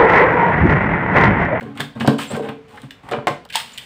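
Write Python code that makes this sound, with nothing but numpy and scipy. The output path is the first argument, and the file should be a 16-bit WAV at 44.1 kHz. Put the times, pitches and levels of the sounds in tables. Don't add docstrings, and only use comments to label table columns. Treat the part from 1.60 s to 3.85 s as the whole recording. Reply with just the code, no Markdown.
import sys
import numpy as np
from scipy import signal
from scipy.io import wavfile
from scipy.ndimage import uniform_filter1d

SR = 44100
rng = np.random.default_rng(int(sys.argv[2]) if len(sys.argv) > 2 else 0)


def dump_mix(stems):
    frames = np.atleast_2d(stems).T
    limited = np.clip(frames, -1, 1)
    pcm = np.round(limited * 32767).astype(np.int16)
    wavfile.write(sys.argv[1], SR, pcm)


def boost(x):
    u = np.asarray(x, float) / 20
    return 10 ** u


N = 99225

# (time [s], peak level [dB], boom [dB], trim [dB], contact time [s])
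KNOCKS = [(0.022, -24.5, -40, 4, 0.0023), (0.199, -9, -10.5, -12, 0.00079),
          (0.4065, -9.5, -4, -9.5, 0.00024), (0.4475, -13, -20, -0.5, 0.00099),
          (0.477, 1.5, 3.5, -9, 0.00024), (0.732, -12, -6, -4, 0.0032), (0.751, -12.5, -27, -8, 0.0003),
          (0.767, -20.5, -8.5, -4.5, 0.00083), (0.888, -12, -6, -11, 0.00047),
          (1.235, -20, -3, -17, 0.0018), (1.443, -36, -0.5, -29, 0.00095), (1.514, -6.5, -22, -12, 0.00028),
          (1.532, -16.5, -55, 1, 0.00065), (1.569, -15, -6.5, -17, 0.0004),
          (1.6705, -2.5, -43, -6, 0.00028), (1.676, -8, -29, 0, 0.0023), (1.699, -16.5, -12, -6, 0.0014)]
# (time [s], level [dB], pitch [Hz], T60 [s])
PINGS = [(.479, -4.5, 241, 0.09), (.48, -12, 442.8, 0.22), (.705, -29, 559.6, 0.41),
         (.772, -22.5, 444.4, 0.74), (1.24, -29.5, 123, 0.15), (1.54, -26, 434, 0.43),
         (1.676, -17.5, 727, 0.033), (1.954, -16, 877, 0.14), (.2, -28.5, 147.3, 0.39),
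         (.408, -22, 144.4, .2), (.485, -23, 143.4, 0.2), (.735, -22.5, 145.4, 0.28),
         (1.575, -19, 140, 0.1), (1.7, -25.5, 150.4, 0.24), (.8, -27.5, 273.7, 0.36), (.06, -31, 413, 0.23),
         (1.72, -35, 254, 0.47)]
# (time [s], peak level [dB], ring [dB], snap [dB], favoured pitch [Hz])
CLACKS = [(0.0091, -27, -2.5, -21.5, 1580), (0.1745, -24, -13.5, -17.5, 1900),
          (0.1973, -24, -6.5, -14, 1960), (0.2042, -17.5, -6, -7, 1570), (0.4753, -8.5, -7.5, -15, 1800),
          (1.1743, -20, -5, -33, 1750), (1.2325, -26, -5.5, -37, 1400), (1.3074, -19.5, -17, -23, 2340),
          (1.4894, -31, 2.5, -13, 1480), (1.6708, -7.5, -2, -19.5, 1640), (1.902, -33.5, 5, -7.5, 2760),
          (1.9255, -17, -13.5, -23, 2070), (1.9403, -14.5, -6.5, -29, 3290), (1.956, -5, -11, -10, 2150),
          (2.1771, -19, -11.5, -17, 3170), (2.1817, -18.5, -9.5, -13, 2900)]
# (time [s], peak level [dB])
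TICKS = [(0.028, -29.5), (0.1496, -52), (0.3997, -22), (0.7655, -19.5), (0.8724, -56), (0.8906, -23),
         (1.16, -34), (1.192, -52), (1.218, -27), (1.3134, -60), (1.5125, -18), (1.8515, -26),
         (1.8891, -32), (1.9327, -17), (2.1215, -27)]
# (time [s], level [dB], decay [s], centre [Hz])
RATTLES = [(.130, -44, 0.0045, 706), (.174, -30.5, 0.024, 1800), (.2005, -20, 0.0065, 1470),
           (.2045, -16, 0.0085, 1620), (.2065, -34, 0.027, 3050), (.2095, -26.5, 0.014, 1100),
           (.364, -38, .006, 750), (.399, -31, 0.0065, 2470), (.4068, -16.5, 0.0084, 1750),
           (.412, -19, 0.002, 2680), (.4485, -31, 0.0028, 810), (.463, -25, .008, 3000),
           (.4755, -14.5, 0.0051, 1510), (.483, -25, 0.016, 2840), (.587, -20, 0.013, 1060),
           (.699, -32, 0.0059, 590), (.712, -23, 0.013, 610), (.719, -27, 0.0026, 2930),
           (.745, -23, 0.0054, 1510), (.795, -14.5, 0.0063, 510), (.826, -31.5, .006, 690),
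           (.886, -29, 0.014, 1940), (.901, -31, 0.0086, 800), (1.3075, -25, 0.0025, 2850),
           (1.519, -27, 0.0081, 3240), (1.534, -14, 0.0036, 1570), (1.54, -25, 0.016, 1020),
           (1.585, -19, .006, 865), (1.6765, -4, 0.0052, 810), (1.680, -18.5, 0.0048, 3340),
           (1.898, -33, 0.0059, 2570), (1.9545, -22.5, 0.0083, 880), (1.174, -30.5, .008, 1070),
           (1.232, -36, 0.009, 1170), (1.487, -24, 0.003, 796), (1.855, -35, .012, 800),
           (1.925, -43, 0.012, 890), (1.924, -24, 0.0045, 2620), (1.9325, -34, .004, 3000),
           (1.9485, -16, 0.0064, 3030), (1.966, -18.5, 0.012, 2580)]
# (start [s], length [s], case [dB], trim [dB], hiss [dB])
STROKES = [(0, 0.1, -27.5, -39, -59), (.15, 0.073, -30.5, -39, -49.5), (.35, 0.19, -29.5, -35.5, -51.5),
           (.4, 0.019, -18, -46, -33.5), (.582, 0.049, -30.5, -30, -25.5), (.7, 0.061, -23.5, -28, -35),
           (.82, 0.042, -31.5, -29, -44.5), (1.08, 0.17, -43.5, -49.5, -50.5),
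           (1.43, 0.11, -38.5, -37, -52), (1.515, 0.0077, -22, -15.5, -66), (1.935, 0.072, -53, -66, -29),
           (2.05, 0.19, -51.5, -58, -42)]
# (start [s], length [s], level [dB], pitch [Hz], glide [Hz])
SQUEAKS = [
    (.674, 0.042, -39, 7450, 24),
    (.706, 0.016, -34.5, 8080, 57),
    (.73, 0.03, -62, 8000, -200),
    (1.13, 0.043, -39.5, 845, -13),
    (2.132, 0.012, -38, 7120, 0),
]

# (level [dB], T60 [s])
CASE_HZ = [140, 156, 203, 233, 253, 280, 307, 385]
CASE_RING = [(-4.5, 0.56), (-2.5, 0.28), (-9, 0.034), (8.5, 0.19), (-0.5, 0.22), (-7.5, 0.72), (-7, 0.15),
             (-0.5, 0.066)]
# (level [dB], T60 [s])
TRIM_HZ = [415, 480, 555, 565, 635, 720, 753, 1022, 1068, 1225, 1434, 1563]
TRIM_RING = [(-6, 1), (-3, 0.72), (3, 0.21), (4, 0.3), (-27, 0.21), (0.5, 0.44), (13, 0.11), (-3.5, 0.85),
             (10.5, 0.24), (1, 0.094), (-6, 0.14), (8.5, 0.18)]
# (pitch [Hz], level [dB], T60 [s])
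TOOL_MODES = [(1890, 14.5, 0.022), (2069, -1, 0.14), (2870, -5, 0.21), (2727, 2, 0.16), (3003, 27.5, 0.017),
              (3485, 11, 0.26), (3640, -19, 0.05), (4200, -62, .15)]
# (frequency [Hz], level [dB])
TRIM_CROWD = [(120, -48.5), (250, -3), (750, 2.5), (1500, -4), (3500, -17.5), (9000, -62)]
TOOL_CROWD = [(880, -71), (1500, 4), (2200, 4.5), (6000, -25.5), (7800, -92), (13200, -120)]
# (frequency [Hz], level [dB])
SNAP = [(500, -97), (1500, -81), (3000, 16.5), (6000, 3), (16000, -0.5)]
HISS = [(200, -46), (900, 2.5), (3000, 9), (6000, -3), (16000, -9)]
# (frequency [Hz], T60 [s])
ROOM_T60 = [(100, 0.21), (300, 0.39), (1000, 0.26), (4000, 0.34), (12000, 0.25)]
# (frequency [Hz], level [dB])
AIR = [(15, -108), (45, -5.5), (175, -0.5), (335, -20), (439, -8), (591, -13), (754, -13), (2220, -18.5),
       (16000, -54)]
MIC = [(40, -26), (110, 0), (4200, -3.5), (6200, -8), (8400, 0.5), (12200, -14.5), (15000, -2),
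       (15600, -13), (16200, -48)]

SCENE_CHANGE_S = 1.868
SLIP_DB = 3


def knock(db, boom_db, trim_db, contact_s):
    boom = np.convolve(push(0.035 * contact_s), case())
    edge = np.convolve(push(0.14 * contact_s), trim())
    return boost(db) * (boost(boom_db + 24.5) * boom + boost(trim_db + 22.5) * edge)


def push(length_s):
    t = np.arange(600) / SR / max(length_s, 5e-5)
    force = t * np.exp(-t)
    return force / force.sum()


def case():
    t = np.arange(SR // 2) / SR
    swing_up = 1 - np.exp(-t / 0.0031)
    return ring(np.c_[CASE_HZ, CASE_RING], damp=0.45) * swing_up


def trim(loose_db=0):
    modes = np.c_[TRIM_HZ, TRIM_RING]
    return ring(modes, damp=0.62, crowd=TRIM_CROWD, crowd_t60=0.083, crowd_db=2 + loose_db)


def ring(modes, damp, crowd=None, crowd_t60=0.1, crowd_db=-60):
    t = np.arange(SR // 2) / SR
    hz, db, t60 = np.transpose(modes)[:, :, None]
    spot_db = 2.5 * rng.standard_normal(hz.shape)
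    level = boost(db + spot_db - 60 * t / (damp * t60))
    out = unit((level * np.sin(2 * np.pi * hz * t)).sum(0))
    if crowd is not None:
        burst = rng.standard_normal(len(t)) * boost(-60 * t / crowd_t60)
        out = out + boost(crowd_db) * unit(colour(burst, crowd))
    return out


def ping(db, hz, t60):
    t = np.arange(SR // 2) / SR
    flutter = 0.45
    shake = rng.standard_normal(len(t))
    for _ in range(2):
        shake = uniform_filter1d(shake, 600)
    shake = evened(shake)
    phase = 2 * np.pi * hz * t + flutter * shake
    rise = np.minimum(t * hz / 1.5, 1)
    fall = boost(-60 * t / t60)
    mode = (1 + 0.27 * flutter * shake[::-1]) * np.sin(phase)
    neighbour = 1.19 * fall * np.sin(1.06 * phase)
    return boost(db) * rise * fall * (mode + neighbour)


def clack(db, ring_db, snap_db, hz):
    favour = [(f, -5.5 * np.log2(f / hz) ** 2) for f in np.geomspace(400, 12000, num=12)]
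    handles = ring(TOOL_MODES, damp=0.4, crowd=TOOL_CROWD, crowd_t60=0.051, crowd_db=3)
    handles = unit(colour(handles, favour))
    out = boost(ring_db + 23.0) * np.convolve(contact(0.00017), handles)
    snap = colour(contact(0.0057), SNAP)
    add(out, 0, boost(snap_db + 25.5) * snap)
    return boost(db) * out


def contact(decay_s):
    t = np.arange(2000) / SR
    chatter = unit(rng.standard_normal(len(t)) * np.exp(-t / max(decay_s, 1e-4)))
    return unit(chatter + 0.59 * (t == 0))


def tick(db):
    return boost(db + 6.0) * colour(contact(0.0032), SNAP)


def rattle(db, decay_s, hz):
    t = np.arange(SR // 16) / SR
    band = [(f, max(-10.5 * np.log2(f / hz) ** 2, -60)) for f in np.geomspace(100, 16000, num=16)]
    shape = np.minimum(t / 0.0004, 1) * np.exp(-t / max(decay_s, 1e-3))
    return boost(db) * evened(colour(uneven_slips(len(t)), band)) * shape


def uneven_slips(count):
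    force = rng.standard_normal(count)
    return force * boost(SLIP_DB * np.minimum(rng.exponential(1, count), 4))


def stroke(length_s, case_db, trim_db, hiss_db):
    t = np.arange(SR // 2) / SR
    slipping = rng.random(len(t)) < 2500 / SR
    slips = evened(uneven_slips(len(t)) * slipping)
    rise, fall = np.minimum(t / 0.0025, 1), np.exp(-np.maximum(t - length_s, 0) / 0.025)
    shape = rise * fall
    hiss = evened(colour(0.9 * slips + rng.standard_normal(len(t)), HISS)) * shape
    body = boost(case_db) * case() + boost(trim_db - 6) * trim(loose_db=1)
    return signal.fftconvolve(slips * shape, body)[:len(t)] + boost(hiss_db) * hiss


def squeak(length_s, db, hz, glide_hz):
    t = np.arange(0, length_s, 1 / SR)
    drift = uniform_filter1d(rng.standard_normal((2, SR // 4)), 50, axis=1)
    waver, grain = drift[:, :len(t)]
    pitch = (hz + glide_hz * t / length_s) * (1 + 0.08 * waver)
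    whistle = np.sin(2 * np.pi * np.cumsum(pitch) / SR)
    return boost(db + 2.5) * np.sqrt(np.sin(np.pi * t / length_s)) * (1 + 4 * grain) * whistle


def room(x):
    taps = np.zeros(SR // 2)
    slots = np.arange(round(0.0082 * SR), len(taps) - 20, 20)
    at = slots + rng.integers(0, 20, len(slots))
    taps[at] = rng.choice([-1.0, 1.0], len(slots))
    hz, t, bands = signal.stft(taps, SR, nperseg=256)
    decay = boost(-60 * t / read(ROOM_T60, hz)[:, None])
    reply = signal.istft(bands * decay, SR, nperseg=256)[1]
    return signal.fftconvolve(x, unit(reply))[:N]


def air():
    return boost(-49) * evened(colour(rng.standard_normal(N), AIR))


def read(points, hz):
    f, value = np.transpose(points)
    return np.interp(np.log(hz + 1), np.log(f + 1), value)


def colour(x, points):
    log_gain = np.log(boost(read(points, np.fft.rfftfreq(4096, 1 / SR))))
    log_gain = np.r_[log_gain, log_gain[-2:0:-1]]
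    phase = -signal.hilbert(log_gain).imag
    response = np.fft.ifft(np.exp(log_gain + 1j * phase)).real[:2048]
    return signal.oaconvolve(x, response)[:len(x)]


def evened(x):
    return x / np.sqrt(np.mean(x ** 2) + 1e-20)


def unit(x):
    return x / np.linalg.norm(x)


def add(mix, start_s, sound):
    part = mix[round(start_s * SR):][:len(sound)]
    part += sound[:len(part)]


def scene():
    parts = np.zeros((2, N))
    layers = ((KNOCKS, knock), (PINGS, ping), (CLACKS, clack), (TICKS, tick),
              (RATTLES, rattle), (STROKES, stroke), (SQUEAKS, squeak))
    for events, source in layers:
        for start_s, *settings in events:
            add(parts[int(start_s > SCENE_CHANGE_S)], start_s, source(*settings))
    before, after = (part + boost(-7) * room(part) for part in parts)
    gate = np.clip((SCENE_CHANGE_S - np.arange(N) / SR) / 0.0015, 0, 1)
    return (colour(before * gate + after, MIC) + air())[None]


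def low_pass(x):
    return signal.sosfilt(signal.butter(12, 16830, fs=SR, output="sos"), x)


def record(dry):
    mix = np.tanh(dry / 1.284) * 1.172
    return low_pass(mix)


dry = scene()
out = record(dry)
dump_mix(out)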